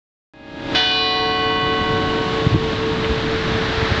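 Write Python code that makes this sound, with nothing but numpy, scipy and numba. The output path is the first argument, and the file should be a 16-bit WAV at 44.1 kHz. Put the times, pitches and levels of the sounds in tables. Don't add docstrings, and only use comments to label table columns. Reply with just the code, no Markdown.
import sys
import numpy as np
from scipy import signal
from scipy.fft import rfft, irfft
from scipy.io import wavfile
from scipy.ndimage import uniform_filter1d
from numba import njit

SR = 44100
rng = np.random.default_rng(int(sys.argv[2]) if len(sys.argv) > 2 else 0)


def bounce(signal):
    frames = np.transpose(np.atleast_2d(signal))
    limited = np.clip(frames, -1, 1)
    pcm = np.round(limited * 32767).astype(np.int16)
    wavfile.write(sys.argv[1], SR, pcm)


N = 176400
STRIKE_S = .747


def bell():
    age = since(STRIKE_S)
    attack = 1 - np.exp(-age / .018)
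    ringing = undb(1) * strong_partials(age) * attack
    shimmer = overtones(age) * attack + hammer(age, attack)
    return ringing + shimmer + house_fronts(shimmer)


def strong_partials(age):
    # (frequency [Hz], relative level [dB], t60 [s], signed strength of the reflections [ratio],
    #  their arrival [s], beat rate [Hz], beat depth [0-1])
    partials = [(443.7, -21.5, 18, 1.1, 0.3, 0.39, 0.21), (738.5, -15.5, 2.85, 4.04, 0.45, 0.61, 0.32),
                (1102.2, -25.4, 5.1, 6.43, 0.26, 1.03, 0.17), (1515.1, -14.5, 3.6, -3, 0.42, 0.75, 0.27),
                (1969.6, -18.1, 2.63, -6.0, 0.32, 0.94, 0.32),
                (2452.8, -18.2, 2.37, 2.49, 0.15, 1.07, 0.27), (2957.1, -8.5, 3.15, 0.3, 0.08, 1.07, 0.25),
                (3474.8, -10.5, 1.66, 3.97, 0.6, 0.84, 0.52), (4003.2, -18, 1.9, -6, 0.2, 0.72, 0.6),
                (4210.8, -31.4, 2.65, 2.62, 0.05, 0.45, 0.7), (4536.4, -20.9, 3.71, -1.89, 0.07, 0.31, 0.7),
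                (5074.4, -31.1, 1.21, 6.72, 0.25, 0.8, 0.55), (5612.6, -27.8, 1.09, 8.0, 0.44, 4.0, 0.17)]
    out = 0
    for hz, db, t60, reflected, arrival_s, beat_hz, depth in partials:
        mode = np.exp(2j * np.pi * (hz * age + rng.random()))
        pair = mode * (1 + depth * np.exp(2j * np.pi * beat_hz * age))
        arrived = age ** 4 / (age ** 4 + arrival_s ** 4)
        out += undb(db) * pair.imag * ring(age, t60) * (1 + reflected * arrived)
    return out


def overtones(age):
    # (frequency [Hz], level [dB])
    modes = [(935.9, -23), (950.5, -24.5), (1220.3, -41), (1534.4, -23.5), (1611.8, -31), (1676.4, -25),
             (1725.5, -21.5), (1849.8, -35.5), (2138.9, -33.5), (2710, -27.5), (3035.2, -29), (3093.9, -16),
             (3142.3, -19), (3366.1, -25), (3453.2, -20), (3608.5, -28.5), (3814.6, -13.5), (3872.3, -25.5),
             (4174.1, -18), (4368.4, -26), (4442.1, -25), (4589.1, -23.5), (4632, -24), (4802.7, -25.5),
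             (4899.1, -27), (5034.1, -31), (5219.4, -28.5), (5372.2, -30), (5545.3, -30), (5824.2, -32),
             (6149.2, -32), (6319, -40), (7216.3, -44.5)]
    out = 0
    for hz, db in modes:
        t60 = 2.83 * (2040 / hz) ** .94
        out += undb(db) * tone(hz, age) * ring(age, t60)
    return out


def hammer(age, attack):
    # (frequency [Hz], relative density [dB])
    blow = [(150, -14), (400, -9.5), (900, -3.5), (1800, -1.5), (3000, -1), (4400, -2.5), (5500, -16.5),
            (7000, -23.5), (8500, -47.5)]
    crack = undb(-12) * noise(blow) * ring(age, t60=.25) * (1 - np.exp(-age / .004))
    clang = undb(-8.5) * noise(blow) * ring(age, t60=.5) * attack
    return crack + clang


def house_fronts(sound, first_echo_s=.049):
    t = since(0)
    tail = rng.standard_normal(N) * ring(t, t60=1.5) * (t > first_echo_s)
    return undb(-3.5) * signal.fftconvolve(sound, tail / np.linalg.norm(tail))[:N]


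def neighbour_bells():
    # (frequency [Hz], level at the stroke [dB], t60 [s])
    hums = [(231.2, -30, 23), (277.3, -24, 15.7), (312, -24, 20.3), (335.2, -31.5, 16), (368.8, -30.5, 85),
            (448, -28, 66), (558.7, -26.5, 14.2), (623, -30.5, 5.2), (783, -35.5, 4), (832, -32.5, 6.9),
            (933, -31, 14), (1227, -38, 6.2), (1660, -28.5, 4.1), (2085, -39.5, 2.7), (2507, -37.5, 2),
            (2820, -41, 6)]
    age = np.arange(N) / SR - STRIKE_S
    out = 0
    for hz, db, t60 in hums:
        waver_db = .73 * drift(rate_hz=1.5)
        out += undb(db + waver_db) * tone(hz, age) * ring(age, t60)
    return out


def traffic():
    # (frequency [Hz], relative density [dB])
    rush = [(25, -8.5), (60, -1), (150, -0.5), (300, -10.5), (550, -9.5), (1000, -11), (1700, -13.5),
            (2500, -15.5), (3800, -14), (5000, -25.5), (6300, -33.5), (7500, -38.5), (8600, -60)]
    return noise(rush) * undb(-23.5 + .4 * drift(rate_hz=8))


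def approaching_car(nearest_s=4.16, swell_s=.95):
    # (frequency [Hz], relative density [dB])
    tyres = [(200, -11.5), (600, -6.5), (1000, -4), (1700, 0), (2500, -8.5), (4000, -9.5), (6000, -25.5),
             (8500, -50)]
    nearness = 1 / (1 + ((since(0) - nearest_s) / swell_s) ** 2)
    return undb(-22) * noise(tyres) * nearness


def taps():
    # (time [s], centre [Hz], bandwidth [Hz], level [dB])
    clinks = [(2.095, 2920, 300, -22), (3.042, 2700, 1800, -16)]
    out = 0
    for start, hz, width, db in clinks:
        age = since(start)
        band = [(hz / 4, -40), (hz - width / 2, -6), (hz, 0), (hz + width / 2, -6), (2 * hz, -40)]
        attack = 1 - np.exp(-(age / .003) ** 2)
        out += undb(db) * noise(band) * ring(age, t60=.05) * attack
    return out


def wind():
    # (frequency [Hz], relative density [dB])
    rumble = [(20, -5.5), (50, -9.5), (100, -0.5), (170, -1.5), (300, -3.5), (700, -36), (2000, -79)]
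    # (time [s], level [dB])
    breeze = [(.4, -26), (.7, -25), (.95, -41.5), (1.25, -30.5), (1.65, -27.5), (2.2, -26.5), (2.45, -27.5),
              (2.75, -27.5), (3.1, -26), (3.55, -28), (3.9, -29)]
    # (time [s], half length [s], pitch [Hz], level [dB])
    buffets = [(1.635, 0.0093, 130, -14), (2.471, 0.0046, 129, 0), (2.53, 0.013, 104, -10.5),
               (2.55, 0.0086, 139, -2.5), (2.563, 0.016, 102, -4), (3.113, .014, 69.6, -12.5),
               (3.783, 0.0087, 91, -14.5), (3.831, 0.0085, 90, -13), (3.922, 0.01, 90, -11.5)]
    t = since(0)
    breeze_db = np.interp(t, *np.array(breeze).T)
    out = noise(rumble) * undb(breeze_db + 2.2 * drift(rate_hz=30))
    churn = .3 * noise(rumble)
    for centre, half_length, hz, db in buffets:
        swell = np.exp(-((t - centre) / half_length) ** 2)
        out += undb(db) * swell * (tone(hz, t - centre) + churn)
    return out


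def undb(db):
    return 10 ** (np.asarray(db) / 20)


def since(start):
    return np.maximum(np.arange(N) / SR - start, 0)


def ring(age, t60):
    return np.exp(-np.log(1000) * age / t60)


def tone(hz, age):
    return np.sin(2 * np.pi * (hz * age + rng.random()))


def noise(spectrum):
    hz, db = np.array(spectrum, float).T
    bins_hz = np.maximum(np.arange(N // 2 + 1) * SR / N, 1)
    gain = undb(np.interp(np.log(bins_hz), np.log(hz), db))
    low_cut = np.minimum(bins_hz / hz[0], 1)
    shaped = irfft(rfft(rng.standard_normal(N)) * gain * low_cut, N)
    return shaped / shaped.std()


def drift(rate_hz):
    hold = int(SR / rate_hz)
    steps = np.repeat(rng.standard_normal(N // hold + 2), hold)
    smooth = uniform_filter1d(uniform_filter1d(steps, hold), hold)[:N]
    return smooth / np.sqrt(np.mean(smooth ** 2))


@njit
def follow(power, attack_s, release_s):
    out, level = np.empty(len(power)), 0.
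    for i in range(len(power)):
        lag_s = attack_s if power[i] > level else release_s
        level += (power[i] - level) / (lag_s * SR)
        out[i] = level
    return out


def gain_control(sound, threshold_db=-18.5, ratio=5.9, ahead_s=.004, bass_hz=230):
    t = since(0)
    sensed = signal.sosfilt(signal.butter(2, bass_hz, "high", fs=SR, output="sos"), sound)
    power = uniform_filter1d(sensed ** 2, size=441)
    held = follow(power, attack_s=.018, release_s=.12)
    rms_ahead = np.sqrt(np.abs(np.interp(t + ahead_s, t, held)))
    excess = np.maximum(rms_ahead / undb(threshold_db), 1)
    return sound * excess ** (1 / ratio - 1)


def scene():
    return (bell() + neighbour_bells() + traffic() + approaching_car() + taps() + wind())[None]


def record(dry):
    # (time [s], gain [dB])
    fade = [(.336, -28.5), (.5, -18), (.65, -9.5), (.75, -1.5)]
    start_s, ceiling, top_hz = .3356, .78, 8700
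    t = since(0)
    fade_in = undb(np.interp(t, *np.array(fade).T)) * (t > start_s)
    ducked = gain_control(dry[0] * fade_in)
    rounded = ducked / (1 + (ducked / ceiling) ** 6) ** (1 / 6)
    top_cut = signal.ellip(8, .2, 80, top_hz, fs=SR, output="sos")
    return signal.sosfilt(top_cut, rounded)[None]


dry = scene()
out = record(dry)
bounce(out)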